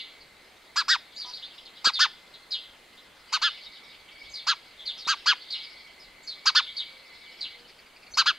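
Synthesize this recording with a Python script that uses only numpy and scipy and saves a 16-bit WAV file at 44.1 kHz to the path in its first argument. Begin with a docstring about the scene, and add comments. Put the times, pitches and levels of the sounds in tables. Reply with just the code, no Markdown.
"""A house sparrow chirps close by on a garden wall, bright and buzzy: both halves of its syrinx sound
at once, a few hundred Hz apart, and ring through throat and beak. Its claws tap the stone.
Other sparrows answer from the yards around, a far flock chatters and a dove coos softly.
A thin drone hangs in the town's rumble, and light wind puffs on the microphone ports."""
import sys
import numpy as np
from scipy import signal
from scipy.fft import rfft, irfft, next_fast_len
from scipy.io import wavfile
from scipy.ndimage import uniform_filter1d, map_coordinates

SR = 44100
rng = np.random.default_rng(int(sys.argv[2]) if len(sys.argv) > 2 else 0)


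def output_pcm(signal):
    """Save a mono or channel-first signal as 16-bit PCM at the path in sys.argv[1].

    Samples are clipped to [-1, 1] before scaling.
    """
    pcm = np.clip(np.atleast_2d(signal).T, -1, 1) * 32767
    wavfile.write(sys.argv[1], SR, np.round(pcm).astype(np.int16))


N = 369558

# fader moves of the far layers: t/s, chatter level/dB, low drone level/dB, high drone level/dB
FAR_LEVELS = [(0, -67, -51.5, -51), (.3, -61.5, -62.5, -68), (1.5, -49.5, -63.5, -63),
              (2.2, -55, -61.5, -80), (3.1, -57.5, -65, -89), (3.5, -43, -57, -53), (4.05, -49.5, -62, -60),
              (4.15, -46, -64, -52), (4.7, -52.5, -61.5, -62.5), (5.5, -42.5, -59, -62),
              (5.6, -42, -56, -47.5), (6.1, -58, -58.5, -62), (6.7, -51.5, -61.5, -51.5),
              (7.55, -50.5, -55.5, -56), (7.65, -51, -83, -72), (8.38, -84, -57.5, -55)]


def amp(db):
    """Decibels to gain."""
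    return 10 ** (np.asarray(db) / 20)


def unit(x):
    """Scales to rms 1."""
    return x / np.sqrt(np.mean(x ** 2) + 1e-20)


def along(points, hz):
    """Reads a curve of (f/Hz, value) points on a log frequency axis."""
    f, v = np.transpose(points)
    return np.interp(np.log(np.abs(hz) + 1), np.log(f + 1), v)


def bell(hz, centre, half_width):
    """A resonance-shaped bump of height 1."""
    return 1 / (1 + ((hz - centre) / half_width) ** 2)


def curves(rows):
    """One value per sample for each column after the time."""
    times, *columns = np.transpose(rows)
    return [np.interp(np.arange(N) / SR, times, column) for column in columns]


def wobble(rate, size=N):
    """A smooth random curve, rate knots a second."""
    knots = rng.standard_normal(int(size * rate / SR) + 4)
    return map_coordinates(knots, [np.arange(size) * rate / SR])


def filtered(x, response):
    """Shapes x with a complex frequency response."""
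    size = next_fast_len(N + SR // 2)
    return irfft(rfft(x, size) * response(np.fft.rfftfreq(size, 1 / SR)), size)[..., :N]


def add(track, s, sound):
    """Mixes a sound in at s seconds."""
    at = round(s * SR)
    part = sound[..., max(-at, 0):N - at]
    track[..., max(at, 0):max(at, 0) + part.shape[-1]] += part


def rush(gain, patchy_db):
    """Stereo noise of rms 1, coloured by gain(hz) and mottled in time and frequency."""
    likeness = [(60, 0.94), (240, 0.76), (950, 0.71), (3770, 0.82), (15000, 0.12)]  # stereo image: f/Hz, left-right correlation
    spectrum = signal.stft(rng.standard_normal((2, N)), nperseg=512)[2]
    patches = uniform_filter1d(uniform_filter1d(rng.standard_normal(spectrum.shape[1:]), 6, 0), 8, 1)
    pair = signal.istft(spectrum * amp(patchy_db * unit(patches)), nperseg=512)[1][:, :N]
    width = lambda hz: np.arccos(along(likeness, hz)) / 2
    mid, side = filtered(pair, lambda hz: gain(hz) * [np.cos(width(hz)), np.sin(width(hz))])
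    return unit(np.array([mid + side, mid - side]))


def echoed(sound, wet_db, alike, near_db):
    """Adds near scatter and the yard's reverb tail, where each frequency dies at its own speed."""
    decay = [(800, 0.12), (3000, 0.52), (5000, 0.33), (10000, 0.13)]  # the yard's reverb time: f/Hz, t60/s
    hz, t, spectrum = signal.stft(rng.standard_normal((2, SR // 2)), SR, nperseg=256)
    mid, side = signal.istft(spectrum * amp(-60 * t / along(decay, hz)[:, None]), SR, nperseg=256)[1]
    width = np.arccos(alike) / 2
    tail = np.cos(width) * mid + np.sin(width) * np.array([side, -side])
    impulse = amp(wet_db) * tail / np.linalg.norm(mid)
    scatter = rng.standard_normal(1500) * amp(-60 * np.arange(1500) / SR / 0.098)
    impulse[:, :1500] += amp(near_db) * scatter / np.linalg.norm(scatter)
    impulse[:, 0] += 1  # direct sound
    return signal.fftconvolve(sound[None], impulse, axes=1)


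def slide(length, start_hz, end_hz, rough):
    """A gliding whistle, beaten by the bird's second voice and shaken by breath."""
    size = round(length * SR)
    u = np.arange(size) / size
    hz = start_hz * (end_hz / start_hz) ** (u ** 1.2) * (1 + 0.0948 * rough * wobble(600, size))
    phase = 2 * np.pi * np.cumsum(hz) / SR
    whistle = np.sin(phase) + amp(-33) * np.sin(2 * phase)
    beat = 2.6 * np.cos(2 * np.pi * rng.uniform(235.7, 336.0) * length * u)
    breath = 1.43 * wobble(500, size) + 0.3 * wobble(5000, size)
    envelope = np.sin(np.pi * u ** 0.56) ** 0.54 * (hz / start_hz) ** 0.5
    return envelope * unit(whistle * (1 + rough * (beat + breath)))


def town():
    """The bed: the town's steady, broad rumble."""
    colour = [(20, -4), (33, -9), (48, -2), (70, -8.5), (130, -8.5), (250, -4.5), (500, -3), (1000, -5),
              (2000, -5), (4000, -10), (5600, -15), (8400, -19), (12000, -22), (15700, -28)]  # noise spectrum: f/Hz, relative level/dB
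    return amp(-55.5) * rush(lambda hz: amp(along(colour, hz)), patchy_db=1.06)


def wind():
    """Short gusts on the microphone ports puff in the bass."""
    puffs = [(3.98, -69), (4.27, -63), (4.8, -73), (6.1, -64), (8.15, -63)]  # gust peaks: t/s, level/dB
    t = np.arange(N) / SR
    gusts = sum(amp(db) * np.exp(-((t - s) / .06) ** 2) for s, db in puffs)
    return gusts * rush(lambda hz: (hz > 25) / (1 + (hz / 90) ** 3), patchy_db=2.0)


def drone():
    """A thin far drone: two narrow noise bands, each with a faint octave, wavering in level."""
    bands = [(2065, 46), (2250, 45)]  # drone pitches: f/Hz, half-width/Hz
    out = np.zeros((2, N))
    for (centre, width), db in zip(bands, curves(FAR_LEVELS)[1:]):
        band = lambda hz: bell(hz, centre, width) + amp(-9.5) * bell(hz, 2 * centre, 3 * width)
        out += amp(db + 1.5 * wobble(14)) * rush(band, patchy_db=.8)
    return out


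def flock():
    """Many small far chirps at random blur into chatter."""
    chirps_per_s = 90
    chirps, chatter = np.zeros(N), np.zeros((2, N))
    for when, pitch, bend, force, span in rng.random((int(chirps_per_s * N / SR), 5)):
        hz = 2900 + 2300 * pitch
        chirp = slide(0.01415 + 0.037 * span, hz, hz * (1.1 - .3 * bend), rough=0.518)
        add(chirps, when * N / SR, amp(3.1 * force) * chirp)
    for at in range(0, N, SR // 4):  # fresh echoes every quarter second
        add(chatter, at / SR, echoed(chirps[at:at + SR // 4], wet_db=3, alike=0.45, near_db=9.5))
    return amp(curves(FAR_LEVELS)[0] - 5.0) * unit(chatter)


def ticking_bird():
    """A far bird's quick run of ticks, each two short whistles about an octave apart."""
    ticks = [(7.69, -55), (7.786, -54.5), (7.86, -58.5), (7.96, -56.5), (8.025, -56.5), (8.065, -54)]  # the run: t/s, level/dB
    out = np.zeros((2, N))
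    for s, db in ticks:
        tick = slide(.022, 4750, 4340, rough=0.47) + amp(2.0) * slide(.022, 2396, 2250, rough=0.48)
        add(out, s, echoed(amp(db) * tick, wet_db=-14, alike=0.57, near_db=-6.5))
    return out


def soft_notes():
    """One short soft note near 1 kHz, then three low dove coos, each sagging slightly in pitch."""
    coos = [(1.247, 0.072, 996, -48), (6.88, 0.2, 530, -65.5), (7.29, 0.17, 503, -64),
            (7.54, .16, 482, -61.5)]  # a soft note and the dove's coos: t/s, length/s, f/Hz, level/dB
    out = np.zeros((2, N))
    for s, length, hz, db in coos:
        coo = slide(length, hz, hz * .985, rough=.2)
        add(out, s, echoed(amp(db) * coo, wet_db=-9, alike=.8, near_db=-12))
    return out


def neighbours():
    """Two sparrows each repeat a falling call among other birds' notes, all heard mostly as echoes."""
    # per sparrow: call (length/s, start f/Hz, end f/Hz, roughness 0-1),
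    # thin lead-in (length/s or 0 for none, start f/Hz, end f/Hz, level/dB re call), cues (t/s, level/dB)
    answers = [((0.065, 4630, 2790, 0.44), (0, 6350, 6202, -17), [(-.07, -32.5), (1.934, -34),
               (2.507, -33.5), (3.449, -39), (4.855, -35.5), (5.503, -34), (6.766, -35.5), (7.406, -36.5)]),
               ((0.075, 4950, 3310, .5), (0.07, 7000, 5700, -19.5), [(1.186, -41), (4.335, -40),
               (6.269, -41.5)])]
    # stray single notes: t/s, length/s, start f/Hz, end f/Hz, level/dB, roughness 0-1
    notes = [(0.201, 0.032, 4700, 4200, -55.5, .4), (1.161, 0.032, 4120, 5540, -44, .4),
             (1.256, 0.095, 5330, 3820, -49.5, 0.96), (1.329, 0.03, 3995, 5150, -42.5, .25),
             (1.363, 0.0228, 4810, 3580, -44, 0.68), (1.42, 0.048, 3324, 4590, -45, 0.44),
             (1.58, 0.014, 3520, 3290, -48, 0.52), (1.654, 0.016, 4900, 3210, -48, 0.75),
             (1.77, 0.015, 3530, 3410, -48.5, 0.57), (2.339, 0.027, 4330, 3300, -49.5, 0.85),
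             (2.972, 0.031, 3725, 3430, -54, 0.65), (3.66, .018, 3720, 3760, -49, 0.25),
             (4.089, 0.0049, 3300, 2360, -47, 0.6), (4.791, 0.055, 3630, 3100, -47.5, 0.52),
             (4.975, 0.074, 5440, 3780, -48, 0.85), (5.05, 0.026, 3560, 4420, -40, 0.22),
             (5.588, 0.065, 3620, 4820, -46, 0.78), (5.994, 0.074, 5310, 3500, -56, 0.35),
             (6.602, 0.057, 3980, 3650, -43.5, .5), (6.664, 0.045, 3040, 4000, -43, 0.3),
             (7.228, .065, 3750, 2720, -58, 0.2), (8.109, 0.044, 6400, 6100, -56, .5),
             (8.135, 0.027, 4220, 5500, -44.5, 0.3)]
    out = np.zeros((2, N))
    far = lambda db, *note: echoed(amp(db) * slide(*note), wet_db=-3.0, alike=1.0, near_db=4.0)
    for (call, (*lead, lead_db), cues), lead_s in zip(answers, (.016, .04)):
        for s, db in cues:
            add(out, s, far(db, *call))
            add(out, s - lead_s, far(db + lead_db, *lead, call[-1]))
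    for s, *note, db, rough in notes:
        add(out, s, far(db, *note, rough))
    return out


def claws():
    """Claws land on stone, each tap one dull push."""
    taps = [(1.8726, -9), (1.8769, -21), (5.069, -20)]  # pushes before filtering: t/s, level/dB
    pushes = np.zeros(N)
    for s, db in taps:
        pushes[round(s * SR)] = amp(db)
    thud = lambda hz: 6 * (1j * hz / 110 / (1 + 1j * hz / 110)) ** 2 / (1 + 1j * hz / 1300) ** 3
    return filtered(pushes, thud)


def voice_pitch(u, top_hz, fall, peak, rise):
    """One half of the syrinx arches up to top_hz at u = peak and drops; u runs 0-1 over the chirp."""
    drop = np.where(u < peak, rise * np.abs(u / peak - 1) ** 2.2,
                    fall * np.abs((u - peak) / (1 - peak)) ** 2.2)
    shaky = 0.0091 + 0.0535 * (2 * u - 1) ** 4  # the membranes are unsteady as they start and stop
    return top_hz * np.exp(-drop) * (1 + shaky * wobble(897.0, len(u)))


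def facing_db(hz, turned):
    """The call's colour depends on which way the bird faces."""
    sides = [(7550, 10.5, -7), (6560, 6, -1)]  # before and after it turns: upper resonance f/Hz, lift/dB, hollow/dB
    upper_hz, upper_db, hollow_db = sides[turned]
    sheen_db = -2 if turned else 3
    return (upper_db * bell(hz, upper_hz, 410) + hollow_db * bell(hz, 2980, 380)
            + sheen_db * bell(hz, 12500, 1200))


def sparrow():
    """Two pulse trains multiply: sums and differences of their harmonics ring through throat and beak."""
    # close chirps: t/s, length/s, level/dB, low voice's top f/Hz, high voice's top f/Hz,
    # fall in log pitch, throat resonance f/Hz, its lift/dB, treble/dB
    chirps = [(0.758, 0.072, -21.5, 1360, 1706, .52, 4940, 12.5, -1.5),
              (0.88, 0.09, -19.5, 1587, 1921, 0.82, 4780, 15, -2.5),
              (1.843, 0.067, -23.5, 1351, 1639, 0.61, 4460, 24, 2.5),
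              (1.99, 0.08, -19.5, 1505, 1808, 0.76, 4700, 17, -1.5),
              (3.323, 0.06, -25, 1280, 1556, 0.58, 4530, 17.5, 3),
              (3.415, 0.082, -24.5, 1399, 1736, 0.24, 4080, 18, -2),
              (4.467, 0.076, -23.5, 1376, 1681, 0.58, 4520, 18, -1.5),
              (5.072, 0.078, -22.5, 1340, 1630, 0.5, 4540, 14.5, 1),
              (5.258, 0.085, -22, 1460, 1702, .8, 4430, 20.5, -2),
              (6.456, 0.055, -22.5, 1319, 1615, 0.57, 4850, 21.5, 0.5),
              (6.548, 0.065, -22, 1493, 1790, 0.66, 4440, 21.5, -1),
              (8.17, 0.061, -20.5, 1358, 1615, 0.48, 4720, 19, 1.5),
              (8.257, 0.064, -21.5, 1429, 1715, 0.39, 4150, 16.5, -3.5)]
    low_voice = [4, -1, -12.5, -13.5, -16.5, -19.5, -8, -17, -3.5, -7]  # lower pulse train, from harmonic 0 up: level/dB
    high_voice = [6, 1, -4, -10, -12, -18, -22, -18, -32, -1.5]  # higher pulse train, from harmonic 0 up: level/dB
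    beak = [(500, -75), (800, -8.5), (1500, -7.5), (2300, -9), (3300, -11), (5200, -6.5), (6500, -12),
            (8000, -24.5), (9900, -33.5), (11200, -29), (13000, -35.5), (15700, -50)]  # the beak's tone curve: f/Hz, level/dB
    turn_s = 1.95  # the bird lands from a hop facing the other way
    sink_per_s = 5.55  # share of the throat's resonance frequency lost as the beak closes
    bass_cut_hz = 617  # the chirps carry little below this
    m, n = (k.ravel()[:, None] for k in np.mgrid[-9:10, -9:10])  # harmonic numbers of the two voices
    order = abs(m) + abs(n)
    pair_db = np.take(low_voice, abs(m)) + np.take(high_voice, abs(n)) - 6 * (m * n < 0) - 3 * (m * n > 0)
    pair_db -= 3 * (m * n == 0) * np.maximum(m + n - 3, 0)  # pure harmonics recede high up
    # partials of equal m + n beat together; the groups are out of step
    phase = rng.uniform(0, 2 * np.pi, 37)[m + n] + .4 * rng.standard_normal(m.shape)
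    out = np.zeros((2, N))
    for s, length, db, low_hz, high_hz, fall, resonance_hz, lift_db, bright_db in chirps:
        u = np.arange(round(length * SR)) / (length * SR)
        low = voice_pitch(u, low_hz, fall, peak=.47, rise=.51)
        high = voice_pitch(u, high_hz, fall, peak=.43, rise=.47)
        hz = m * low + n * high
        cycles = np.cumsum(hz, axis=1) / SR + m * rng.random() + n * rng.random()
        drift = np.cumsum(uniform_filter1d(rng.standard_normal(hz.shape), size=30, axis=1), axis=1)
        cycles += 2e-5 * order ** 3 * drift  # high partials blur
        effort = np.sin(np.pi * u ** 0.73) ** 0.72
        throat_hz = resonance_hz * (1 - sink_per_s * length * np.clip(u - .25, -.16, .7))
        throat = 1 + effort ** 0.82 * amp(lift_db) * bell(hz, throat_hz, 600)
        shelf = np.clip(np.log2(np.abs(hz) / 5600 + 1e-9) * 3, 0, 1)
        treble_db = shelf * (bright_db + 6.5 - 14 * u ** 1.64 - 10 * (1 - effort) ** 2)
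        vary_db = np.minimum(order, 4) / 2 * rng.standard_normal(m.shape)
        partial_db = pair_db + along(beak, hz) + treble_db + facing_db(hz, s > turn_s) + vary_db
        gain = throat * amp(partial_db) * (hz > 0) * (hz < SR / 2)
        tone = (gain * np.cos(2 * np.pi * cycles + phase)).sum(axis=0)
        tone *= 1 + 0.033 * wobble(1478, len(u))  # breath roughens every pulse
        add(out, s, echoed(amp(db - 2.5) * effort * tone, wet_db=-23.5, alike=1.0, near_db=-19))
    return filtered(out, lambda hz: 1 - 1 / (1 + (hz / bass_cut_hz) ** 8))


def scene():
    """The single birds sit just right of centre, over flock, drone, wind and town."""
    left_lag_s = 2.1e-5
    birds = sparrow() + neighbours() + soft_notes() + ticking_bird() + claws()
    lag = lambda hz: np.exp(1j * np.pi * hz * left_lag_s * np.array([[-1], [1]]))
    return filtered(birds, lag) + flock() + drone() + wind() + town()


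def record(dry):
    """The shell around the microphone ports notches two narrow bands; nothing passes above top_hz."""
    notches = [(5660, 153, 0.72), (6940, 62, 0.7)]  # shell cancellations: f/Hz, half-width/Hz, depth 0-1
    top_hz = 15770
    shell = lambda hz: np.prod([1 - depth * bell(hz, f, width) for f, width, depth in notches], axis=0)
    return filtered(dry, lambda hz: shell(hz) * (hz < top_hz))


dry = scene()
out = record(dry)
output_pcm(out)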